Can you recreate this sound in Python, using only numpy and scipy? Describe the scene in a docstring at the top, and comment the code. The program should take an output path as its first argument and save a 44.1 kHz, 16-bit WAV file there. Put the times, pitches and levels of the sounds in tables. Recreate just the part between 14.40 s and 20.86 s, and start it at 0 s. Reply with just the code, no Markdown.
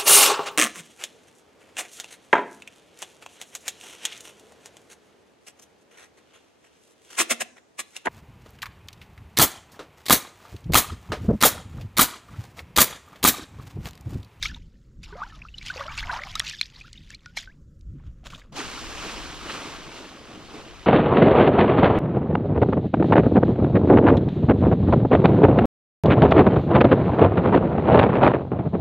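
"""Water sloshes, bubbles chirp, drops tick and thin ice snaps as a hand stirs a hole in lake ice.
A small plastic box then scrapes and knocks on the ice, and wind rumbles low throughout.
After a cut, a plastic sled is dragged over snow with boot steps, now heard in stereo.
Bubbles are gliding damped tones, ice is a set of ringing modes, and the rest is coloured noise:
short bursts for drops, steps and knocks, and slowly swelling hiss for spray, snow and wind."""
import sys
import numpy as np
from scipy import signal
from scipy.fft import rfft, irfft, next_fast_len
from scipy.io import wavfile
from scipy.ndimage import uniform_filter1d, map_coordinates

SR = 44100
rng = np.random.default_rng(int(sys.argv[2]) if len(sys.argv) > 2 else 0)


def wav_out(sig):
    """Save sig, one row per channel (or a flat mono array), as 16-bit PCM at SR to the path in sys.argv[1]."""
    wavfile.write(sys.argv[1], SR, np.round(np.clip(np.atleast_2d(sig).T, -1, 1) * 32767).astype(np.int16))


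N = 284886

CUT_S = 4.122  # the lake hole gives way to the sled, seconds
# The hand stirring the water, before each layer's own gain:
# [t/s, spray level/dB, gurgle level/dB]
STIRRING = [(0, -63.5, -68), (0.1, -50.5, -54), (0.165, -52.5, -47.5), (0.19, -67, -69), (0.6, -81, -72.5),
            (0.66, -56, -54), (0.79, -56, -36), (0.88, -51.5, -48), (1.05, -59, -53), (1.14, -59.5, -86),
            (1.27, -41, -55.5), (1.45, -48.5, -32.5), (1.85, -44.5, -36), (1.93, -44.5, -46.5),
            (2.03, -54.5, -34.5), (2.16, -48, -78.5), (2.38, -62, -49.5), (2.52, -56.5, -72),
            (2.95, -66, -63), (3.09, -93, -61), (3.25, -99, -74)]


def amp(db):
    """Turn decibels into an amplitude factor."""
    return np.exp(np.asarray(db) * (np.log(10) / 20))


def unit(x):
    """Scale a signal to an rms (average strength) of 1."""
    return x / np.sqrt(np.mean(x ** 2) + 1e-20)


def plus(a_db, b_db):
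    """Add the powers of two unrelated sounds and return their joint level in dB."""
    return 10 * np.log10(amp(a_db) ** 2 + amp(b_db) ** 2)


def along(points, hz):
    """Read a curve of (Hz, value) points, with straight lines on a log frequency axis."""
    f, v = np.transpose(points)
    return np.interp(np.log(hz + 1), np.log(f + 1), v)


def curves(rows):
    """Draw one level curve for each column after the time; -120 dB outside the rows."""
    s, *columns = np.transpose(rows)
    t = np.arange(N) / SR
    return [np.interp(t, s, column, left=-120, right=-120) for column in columns]


def swells(rows):
    """For each level column, sum the power of events that rise to a peak and fall away.

    The rise and fall times are those for a change of 20 dB."""
    s, rise, fall, *columns = np.transpose(rows)[:, :, None]
    coarse = np.arange(0, N, 16)  # every 16th sample is enough for a slow level
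    late = coarse / SR - s
    steps_of_20_db = np.where(late < 0, -late / np.abs(rise), late / np.abs(fall))
    shape = amp(-20 * steps_of_20_db)
    levels = []
    for peak_db in columns:
        power = np.sum((amp(peak_db) * shape) ** 2, axis=0)
        level_db = 10 * np.log10(power + 1e-12)
        levels.append(np.interp(np.arange(N), coarse, level_db))
    return levels


def wobble(rate):
    """Draw a smooth random curve through rate random points a second."""
    points = rng.standard_normal(int(N * rate / SR) + 4)
    return map_coordinates(points, [np.arange(N) * rate / SR])


def filtered(x, response):
    """Multiply the spectrum of x by a response of frequency."""
    size = next_fast_len(N + 8192)
    hz = np.fft.rfftfreq(size, 1 / SR)
    return irfft(rfft(x, size) * response(hz), size)[..., :N]


def hiss(spectrum, spiky_db, rate, patchy_db=0):
    """Coloured noise of rms 1: its level wavers like packed grains, with patches in time and pitch."""
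    noise = rng.standard_normal(N) * amp(spiky_db * wobble(rate))
    z = signal.stft(noise, nperseg=256)[2]
    field = uniform_filter1d(rng.standard_normal(z.shape), size=4, axis=0)  # smooth over pitch
    field = uniform_filter1d(field, size=5, axis=1)  # smooth over time
    grains = signal.istft(z * amp(patchy_db * unit(field)), nperseg=256)[1][:N]
    return unit(filtered(grains, lambda hz: amp(along(spectrum, hz))))


def burst(hz, width, t60, order=3):
    """A decaying noise burst of peak 1 around hz, reaching width octaves to either side."""
    t = np.arange(2048) / SR
    edges = np.clip([hz * 2 ** -width, hz * 2 ** width], 50, SR * .45)
    envelope = amp(-60 * t / t60) * (1 - np.exp(-t / 0.000076))
    x = rng.standard_normal(len(t)) * envelope
    x = signal.lfilter(*signal.butter(order, edges, "band", fs=SR), x)
    return x / np.abs(x).max()


def add(track, s, sound):
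    """Mix a sound into the track from s seconds on."""
    track[round(s * SR):][:len(sound)] += sound


def chirps(s, hz, rise, life, db, fade_db, bend):
    """Bubbles as damped sines whose pitch glides by the ratio rise, later for a larger bend."""
    fade_db, bend = np.reshape(fade_db, (-1, 1)), np.reshape(bend, (-1, 1))
    t = np.arange(int(life.max() * 4 / 3 * SR)) / SR
    u = t / life[:, None]  # age as a share of the life
    glide = np.clip(rise[:, None], 9 / 10, 3) - 1
    phase = 2 * np.pi * hz[:, None] * t * (1 + glide * u ** bend / (bend + 1))
    closing = np.clip(2 - 1.5 * u, 0, 1) ** 2  # closes from 2/3 to 4/3 of the life
    onset = 1 - np.exp(-t * hz[:, None] / 0.5)
    wave = amp(db[:, None] - fade_db * u ** 0.55) * np.sin(phase) * closing * onset
    at = (s[:, None] * SR).astype(int) + np.arange(len(t))
    return np.bincount(at.ravel(), wave.ravel(), N + SR)[:N]


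def swarm(level_db, count, low_hz, octaves, cycles, spread_db):
    """Small bubbles at random moments, as strong as the stirring is then."""
    draw = rng.random((count, 5))
    s = draw[:, 0] * STIRRING[-1][0]
    hz = low_hz * 2 ** (octaves * draw[:, 1])
    rise = 0.936 + 0.4 * draw[:, 3] ** 2
    life = cycles * (0.11 + 2.0 * draw[:, 4] ** 2) / hz
    boost_db = -spread_db * np.log(draw[:, 2] + 1 / 25)  # a few are much louder
    db = level_db[(s * SR).astype(int)] + boost_db
    return chirps(s, hz, rise, life, db, fade_db=18.5, bend=0.33)


def water():
    """Moving water sprays and gurgles, full of small bubbles; single bubbles, drips and ticks stand out."""
    # Splashes: [peak t/s, rise/s, fall/s, spray level/dB, gurgle level/dB], before each layer's gain
    splashes = [(0.034, 0.017, 0.055, -22.5, -46), (0.06, 0.04, 0.029, -27.5, -52),
                (0.147, 0.005, 0.01, -44, -62), (0.637, 0.012, 0.036, -40.5, -69),
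                (1.272, 0.021, 0.034, -35.5, -64), (1.4, 0.15, 0.12, -45.5, -30),
                (1.595, 0.066, 0.05, -35.5, -34), (1.72, 0.063, 0.14, -36, -21.5),
                (1.97, 0.1, 0.45, -39.5, -58.5), (2.09, 0.08, 0.08, -31.5, -62),
                (2.42, 0.14, 0.015, -49, -70.5), (2.72, 0.061, 0.049, -45.5, -55),
                (2.975, 0.011, 0.053, -28.5, -43.5), (3.0, 0.044, 0.074, -40, -76)]
    # Colour of the spray: [f/Hz, relative level/dB]
    spray_colour = [(880, -23.5), (1500, -8.5), (3380, -1.5), (4690, -4), (7170, -12), (8320, -23),
                    (13700, -27.5), (16000, -54.5)]
    # Colour of the gurgle: [f/Hz, relative level/dB]
    gurgle_colour = [(400, -18), (650, -11), (1100, 10), (2000, 4), (3500, -39)]
    # Single bubbles that stand out, low and high:
    # [t/s, start f/Hz, pitch ratio (held to 0.9-3), life/s, starting level/dB]
    single_bubbles = [(0.03, 1480, 1.2, 0.0055, -27.5), (0.049, 1200, 1.2, 0.034, -35),
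                      (0.055, 2340, 0.98, 0.01, -29), (0.059, 3090, 0.94, 0.018, -32.5),
                      (0.09, 1760, 0.98, 0.0099, -35), (0.099, 1600, 1.2, 0.015, -37),
                      (0.115, 1470, 1.02, 0.0095, -37), (0.146, 3500, 1.18, 0.006, -30),
                      (0.161, 934, 1.03, 0.021, -47.5), (0.705, 1200, 0.97, 0.022, -44),
                      (0.728, 1016, 0.89, 0.023, -41), (0.755, 525, 1.1, 0.011, -28.5),
                      (0.799, 930, 0.91, 0.014, -33), (0.9, 1790, 0.96, 0.027, -47),
                      (1.411, 1440, 1.02, 0.012, -31), (1.716, 4100, 0.92, 0.0088, -29.5),
                      (0.726, 1540, 0.94, 0.012, -35.5), (0.724, 386, 1.22, 0.048, -38),
                      (0.764, 694, 1.06, 0.046, -36.5), (0.803, 1230, 0.98, 0.02, -30),
                      (0.818, 1042, 1.57, 0.024, -21), (0.825, 800, 1.32, 0.04, -37.5),
                      (0.772, 945, 1.55, 0.03, -39), (0.865, 1360, 0.98, 0.017, -41),
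                      (0.867, 790, 1.05, 0.022, -41), (0.924, 1326, 0.93, 0.031, -42),
                      (1.018, 2240, 1.26, 0.0076, -31), (1.051, 1214, 1.25, 0.019, -41),
                      (1.086, 2580, 1.08, 0.0066, -33), (1.141, 2880, 1.05, 0.011, -38.5),
                      (1.181, 3800, 1.1, 0.0095, -32.5), (1.213, 2220, 1.1, 0.016, -35),
                      (1.3, 1410, 1.21, 0.017, -24.5), (1.34, 4550, 1.04, 0.0031, -26.5),
                      (1.36, 539, 0.78, 0.023, -31.5), (1.389, 1010, 1.2, 0.011, -30),
                      (1.395, 577, 0.92, 0.052, -33.5), (1.408, 1060, 1.32, 0.017, -25.5),
                      (1.455, 569, 1.2, 0.034, -36), (1.482, 1326, 1, 0.0094, -26),
                      (1.491, 2180, 1.14, 0.021, -33.5), (1.58, 2400, 1.2, 0.0046, -19.5),
                      (1.628, 1440, 1.7, 0.018, -26.5), (1.694, 1370, 1.3, 0.024, -25),
                      (1.694, 1037, 0.78, 0.025, -27.5), (1.723, 1058, 2, 0.036, -30),
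                      (1.731, 940, 0.98, 0.0071, -24.5), (1.76, 934, 1.1, 0.012, -28),
                      (1.743, 876, 1.25, 0.02, -31.5), (1.804, 550, 1.16, 0.036, -40.5),
                      (1.819, 1920, 1.1, 0.0046, -26), (1.836, 2030, 1.15, 0.0031, -20),
                      (1.871, 1166, 0.93, 0.0064, -35), (1.954, 1180, 1.15, 0.016, -25.5),
                      (2.134, 1820, 0.9, 0.015, -31), (2.189, 3700, 0.7, 0.011, -30),
                      (2.229, 3170, 1.5, 0.011, -28), (2.36, 3960, 1.22, 0.0091, -37),
                      (2.411, 2390, 1.1, 0.013, -38), (2.442, 1150, 1.57, 0.031, -47),
                      (2.48, 1480, 0.93, 0.009, -43.5), (2.556, 2810, 1.1, 0.013, -41.5),
                      (2.576, 3580, 1.07, 0.0073, -35.5), (2.704, 1730, 1.03, 0.008, -39.5),
                      (2.738, 2200, 1.1, 0.0079, -34), (2.746, 3830, 1.16, 0.0093, -35.5),
                      (2.972, 794, 0.98, 0.004, -26)]
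    # Lone drops whose bubble rings long and thin:
    # [t/s, start f/Hz, pitch ratio (held to 0.9-3), life/s, starting level/dB, fade/dB, lateness of rise]
    drips = [(2.861, 1450, 1.9, 0.083, -30.5, 46, 8.3), (3.0744, 1534, 3.1, 0.066, -37, 28, 3.4)]
    # Drops and chips landing: [t/s, peak level/dB, centre f/Hz]
    ticks = [(0.043, -34, 3800), (0.086, -35, 3280), (0.836, -36.5, 2880), (1.183, -30, 3830),
             (1.228, -32, 3250), (1.263, -27.5, 3900), (1.577, -23.5, 4200), (1.671, -27, 2150),
             (1.836, -29.5, 3000), (2.079, -25.5, 4000), (2.097, -24, 4700), (2.257, -34, 3490),
             (2.3005, -38.5, 3756), (2.53, -31.5, 4050), (2.704, -30, 4900), (2.747, -32, 3900),
             (2.8589, -33, 3040), (2.97, -27, 5800), (2.9856, -25, 3840), (3.393, -65, 7370),
             (3.41, -51.5, 4400)]

    spray_db, gurgle_db = map(plus, curves(STIRRING), swells(splashes))
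    spray_db += 2.5 * wobble(30)  # the trickle comes in clumps
    out = amp(spray_db - 6) * hiss(spray_colour, spiky_db=3, rate=280, patchy_db=4)
    # Fine droplets tick
    out += swarm(spray_db + 2, count=800, low_hz=2500, octaves=1.4, cycles=4, spread_db=4.5)
    # Small bubbles in the spray
    out += swarm(spray_db + 3, count=1400, low_hz=1800, octaves=1.6, cycles=12, spread_db=3.5)
    out += amp(gurgle_db - 14) * hiss(gurgle_colour, spiky_db=4.0, rate=58, patchy_db=3.5)
    # Deeper bubbles in the gurgle
    out += swarm(gurgle_db - 7, count=1600, low_hz=650, octaves=1.9, cycles=12, spread_db=2.5)

    singles = chirps(*np.transpose(single_bubbles), fade_db=9.5, bend=0.91)
    singles += chirps(*np.transpose(drips))
    flutter_db = 4 * wobble(170)  # single bubbles and drips waver as the surface over them moves
    out += amp(flutter_db) * singles
    for s, db, hz in ticks:
        add(out, s, amp(db) * burst(hz, width=.75, t60=.011))
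    return out


def wind():
    """Wind buffets low over a shared, steadier body; after the cut each side has its own buffeting, left
    stronger."""
    # Wind on the microphone, before the gains after the cut: [t/s, buffet level/dB]
    wind_strength = [(0, -40.5), (0.2, -39.5), (0.32, -54.5), (0.55, -47.5), (1.15, -47), (1.5, -45.5),
                     (1.65, -32.5), (1.8, -50), (1.92, -39.5), (2.05, -52), (2.9, -52.5), (3.3, -49.5),
                     (3.9, -47), (4.1, -51.5), (4.8, -46.5), (5.85, -59.5), (6.46, -50)]
    # Low thumps on the microphone: [peak t/s, rise/s, fall/s, buffet level/dB, body level/dB]
    thumps = [(3.5, 0.13, 0.075, -35.5, -43), (3.56, 0.064, 0.023, -53, -33.5),
              (3.68, 0.058, 0.041, -31.5, -43)]
    # Colour of the buffeting: [f/Hz, relative level/dB]
    buffet_colour = [(8.8, -17.5), (15, -3.5), (43, 0.5), (110, -11.5), (140, -40.5), (240, -120)]
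    # Colour of the steadier body: [f/Hz, relative level/dB]
    body_colour = [(41, -28), (70, -7), (145, -1.5), (338, -18), (400, -27), (520, -46.5), (880, -120)]

    strength_db = curves(wind_strength)[0]
    thump_db, thud_db = swells(thumps)
    swing_db = strength_db - strength_db.mean()
    body_db = plus(-53.5 + 0.4 * swing_db, thud_db)  # the body follows 0.4 of the swings
    after = np.arange(N) > CUT_S * SR
    one = hiss(buffet_colour, spiky_db=0.5, rate=5.3)
    other = hiss(buffet_colour, spiky_db=2.5, rate=12.0)
    buffet = np.where(after, [amp(5) * one, amp(-1) * other], one)  # left, right
    body = amp(body_db) * hiss(body_colour, spiky_db=2.5, rate=23)
    return amp(plus(strength_db, thump_db)) * buffet + body


def still_air():
    """A faint, steady background of coloured noise."""
    # Colour of the quiet: [f/Hz, relative level/dB]
    air_colour = [(150, -24), (250, -11.5), (557, -12), (800, -45), (1330, -24), (2320, -38), (7300, -31),
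                  (8500, -42), (16000, -47.5)]
    return amp(-70) * hiss(air_colour, spiky_db=1, rate=60, patchy_db=2)


def ice():
    """Each snap is a crack that rings the shard in several modes, the higher ones dying slightly sooner."""
    # Snaps of thin ice: [t/s, level/dB, main mode f/Hz, brightness/dB per mode, main mode's 60 dB decay/s]
    snaps = [(0.027, -23, 2110, 0.5, 0.017), (1.954, -27, 2152, 2.5, 0.023), (1.9957, -22, 2327, 7, 0.018),
             (2.001, -22.5, 1892, -8.5, 0.0088), (2.2126, -18.5, 2360, -5.5, 0.012),
             (2.9727, -38.5, 2330, -12, 0.035)]
    # Modes of a shard: [multiple of the main mode, relative level/dB]
    shard_modes = [(.33, -41), (1, -0.5), (1.77, 8.5), (2.35, -2), (2.9, -7.5), (4.2, -22.5)]

    out = np.zeros(N)
    t = np.arange(4096) / SR
    for s, db, hz, bright_db, t60 in snaps:
        ring = np.zeros(len(t))
        for k, (ratio, level) in enumerate(shard_modes):
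            mode_db = level + bright_db * (k - 2.5) - 60 * t * ratio ** 0.038 / t60
            ring += amp(mode_db) * np.sin(2 * np.pi * hz * ratio * t)
        add(out, s, amp(db) * ring * (1 - np.exp(-t / 0.00016)))
        crack = burst(1.9 * hz, width=.9, t60=.8 * t60, order=2)
        add(out, s, amp(db + bright_db + 1.5) * crack)
    return out


def box():
    """Plastic scrapes over rough ice in grains; light touches are dull; bumps knock it."""
    # Fingers shift the box on the ice: [peak t/s, rise/s, fall/s, level/dB]
    shifts = [(3.67, 0.23, 0.095, -60.5), (3.866, 0.026, 0.035, -40.5), (3.903, 0.0069, 0.19, -45.5),
              (4.005, 0.25, 0.015, -54.5)]
    # Colour of the scrape: [f/Hz, relative level/dB]
    scrape_colour = [(350, -15.5), (600, -6), (846, -16.5), (1240, -6.5), (1930, -14), (3400, -9),
                     (4500, -15), (7400, -18), (8500, -28), (16000, -39)]
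    # Knocks on bumps in the ice: [t/s, peak level/dB, centre f/Hz]
    knocks = [(3.599, -54, 930), (3.833, -51, 715), (3.864, -37, 1245), (3.929, -35.5, 1240),
              (3.946, -34.5, 3060), (4.016, -41, 1880)]

    level_db = swells(shifts)[0]
    grains = hiss(scrape_colour, spiky_db=3.5, rate=400, patchy_db=2)
    dull = filtered(grains, lambda hz: 1 / (1 + (hz / 3000) ** 4))
    firm = np.clip((level_db + 63.5) / 9, 0, 1)  # 0 is a light touch, 1 a firm one
    out = amp(level_db) * (dull + firm * (grains - dull))
    for s, db, hz in knocks:
        add(out, s, amp(db) * burst(hz, width=0.26, t60=0.025))
    return out


def drag():
    """The hull drones and the snow hisses under it; the finest sizzle is lost first as the sled moves off."""
    # Snow under the sled: [t/s, hiss level/dB]
    snow_hiss = [(4.125, -53), (4.152, -62), (4.162, -38.5), (4.5, -40.5), (4.95, -43), (5.36, -43),
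                 (5.385, -46), (5.8, -49.5), (6.46, -48)]
    # Tugs on the rope: [peak t/s, rise/s, fall/s, hull level/dB, hiss level/dB]
    tugs = [(4.18, 0.047, 0.12, -34, -34), (4.66, 0.38, 0.63, -41.5, -37.5), (5.11, 0.13, 0.54, -39, -36.5),
            (5.57, 0.18, 0.34, -44.5, -43), (5.93, 0.18, 0.27, -43, -50.5), (6.15, 0.15, 0.33, -42.5, -45)]
    # Colour of the hull's drone: [f/Hz, relative level/dB]
    hull_colour = [(88, -43), (150, -4), (301, 5), (578, -1.5), (1200, -10.5), (1560, -61), (2640, -120)]
    # Colour of the snow's hiss: [f/Hz, relative level/dB]
    snow_colour = [(410, -22.5), (700, -9.5), (1180, -5), (1900, -10), (2900, -8), (5000, -17.5),
                   (8000, -27.5), (16000, -48)]
    # Colour of the finest crystals: [f/Hz, relative level/dB]
    sizzle_colour = [(2000, -19.5), (4000, 2.5), (7000, 1), (9500, -13.5), (12000, -16), (14500, -31),
                     (16000, -45.5)]

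    since = np.arange(N) / SR - CUT_S
    drone_db = -46 - 3 * since  # between tugs the drone fades by 3 dB a second
    hull_db, snow_db = map(plus, [drone_db, curves(snow_hiss)[0]], swells(tugs))
    sizzle_db = snow_db - 3.0 * since - 4.5
    out = amp(hull_db) * hiss(hull_colour, spiky_db=.5, rate=40, patchy_db=1.8)
    out += amp(snow_db) * hiss(snow_colour, spiky_db=1.3, rate=270, patchy_db=1.8)
    out += amp(sizzle_db) * hiss(sizzle_colour, spiky_db=1.0, rate=250, patchy_db=1.0)
    return (since > 0) * out


def sled():
    """The drag and the boots' crunch reach both sides; a second drag, opposite in sign, widens them."""
    # Boots breaking the crust, before the stereo spread: [t/s, peak level/dB]
    boot_steps = [(4.202, -21.5), (5.097, -25.5)]
    # Crust crumbling under a boot, before the stereo spread: [peak t/s, rise/s, fall/s, level/dB]
    crumbling = [(5.1, 0.027, 0.11, -33), (5.36, 0.5, 0.022, -43.5)]
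    # Colour of the crumbling crust: [f/Hz, relative level/dB]
    crust_colour = [(600, -35.5), (1200, 3.5), (1800, -14), (4000, -13.5), (6000, -41)]
    # Likeness of left and right: [f/Hz, likeness from 0 to 1]
    likeness = [(500, .95), (1300, .9), (3000, .82), (7000, .65), (12000, .25)]
    # Phase lead of the left side: [f/Hz, lead/radians]
    left_lead = [(100, -.15), (600, -.3), (3500, -.6), (5500, -1), (7300, -2.5), (9000, -1), (15000, -2.8)]

    shared = drag() + amp(swells(crumbling)[0]) * hiss(crust_colour, spiky_db=-2.0, rate=120)
    for s, db in boot_steps:
        add(shared, s, amp(db) * burst(1250, width=.8, t60=.03))

    def turn(hz):
        """The angle that splits the power between alike and opposite sound."""
        return np.arccos(np.clip(along(likeness, hz), -1, 1)) / 2

    def sides(hz):
        """Phase and level of left and right; the right side faces the treble."""
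        phase = np.exp(.5j * np.outer([1, -1], along(left_lead, hz)))
        treble_db = 2.2 * (hz / 10000) ** 2
        return phase * amp(np.outer([-1, 1], treble_db))

    alike = filtered(shared, lambda hz: sides(hz) * np.cos(turn(hz)))
    opposite = filtered(drag(), lambda hz: sides(hz) * np.sin(turn(hz)))
    return alike + opposite * [[1], [-1]]


def scene():
    """Sum all the sources over still air."""
    return water() + wind() + still_air() + ice() + box() + sled()


def record(dry):
    """Keep nothing at or above the band limit of 15750 Hz."""
    return filtered(dry, lambda hz: hz < 15750)


dry = scene()
out = record(dry)
wav_out(out)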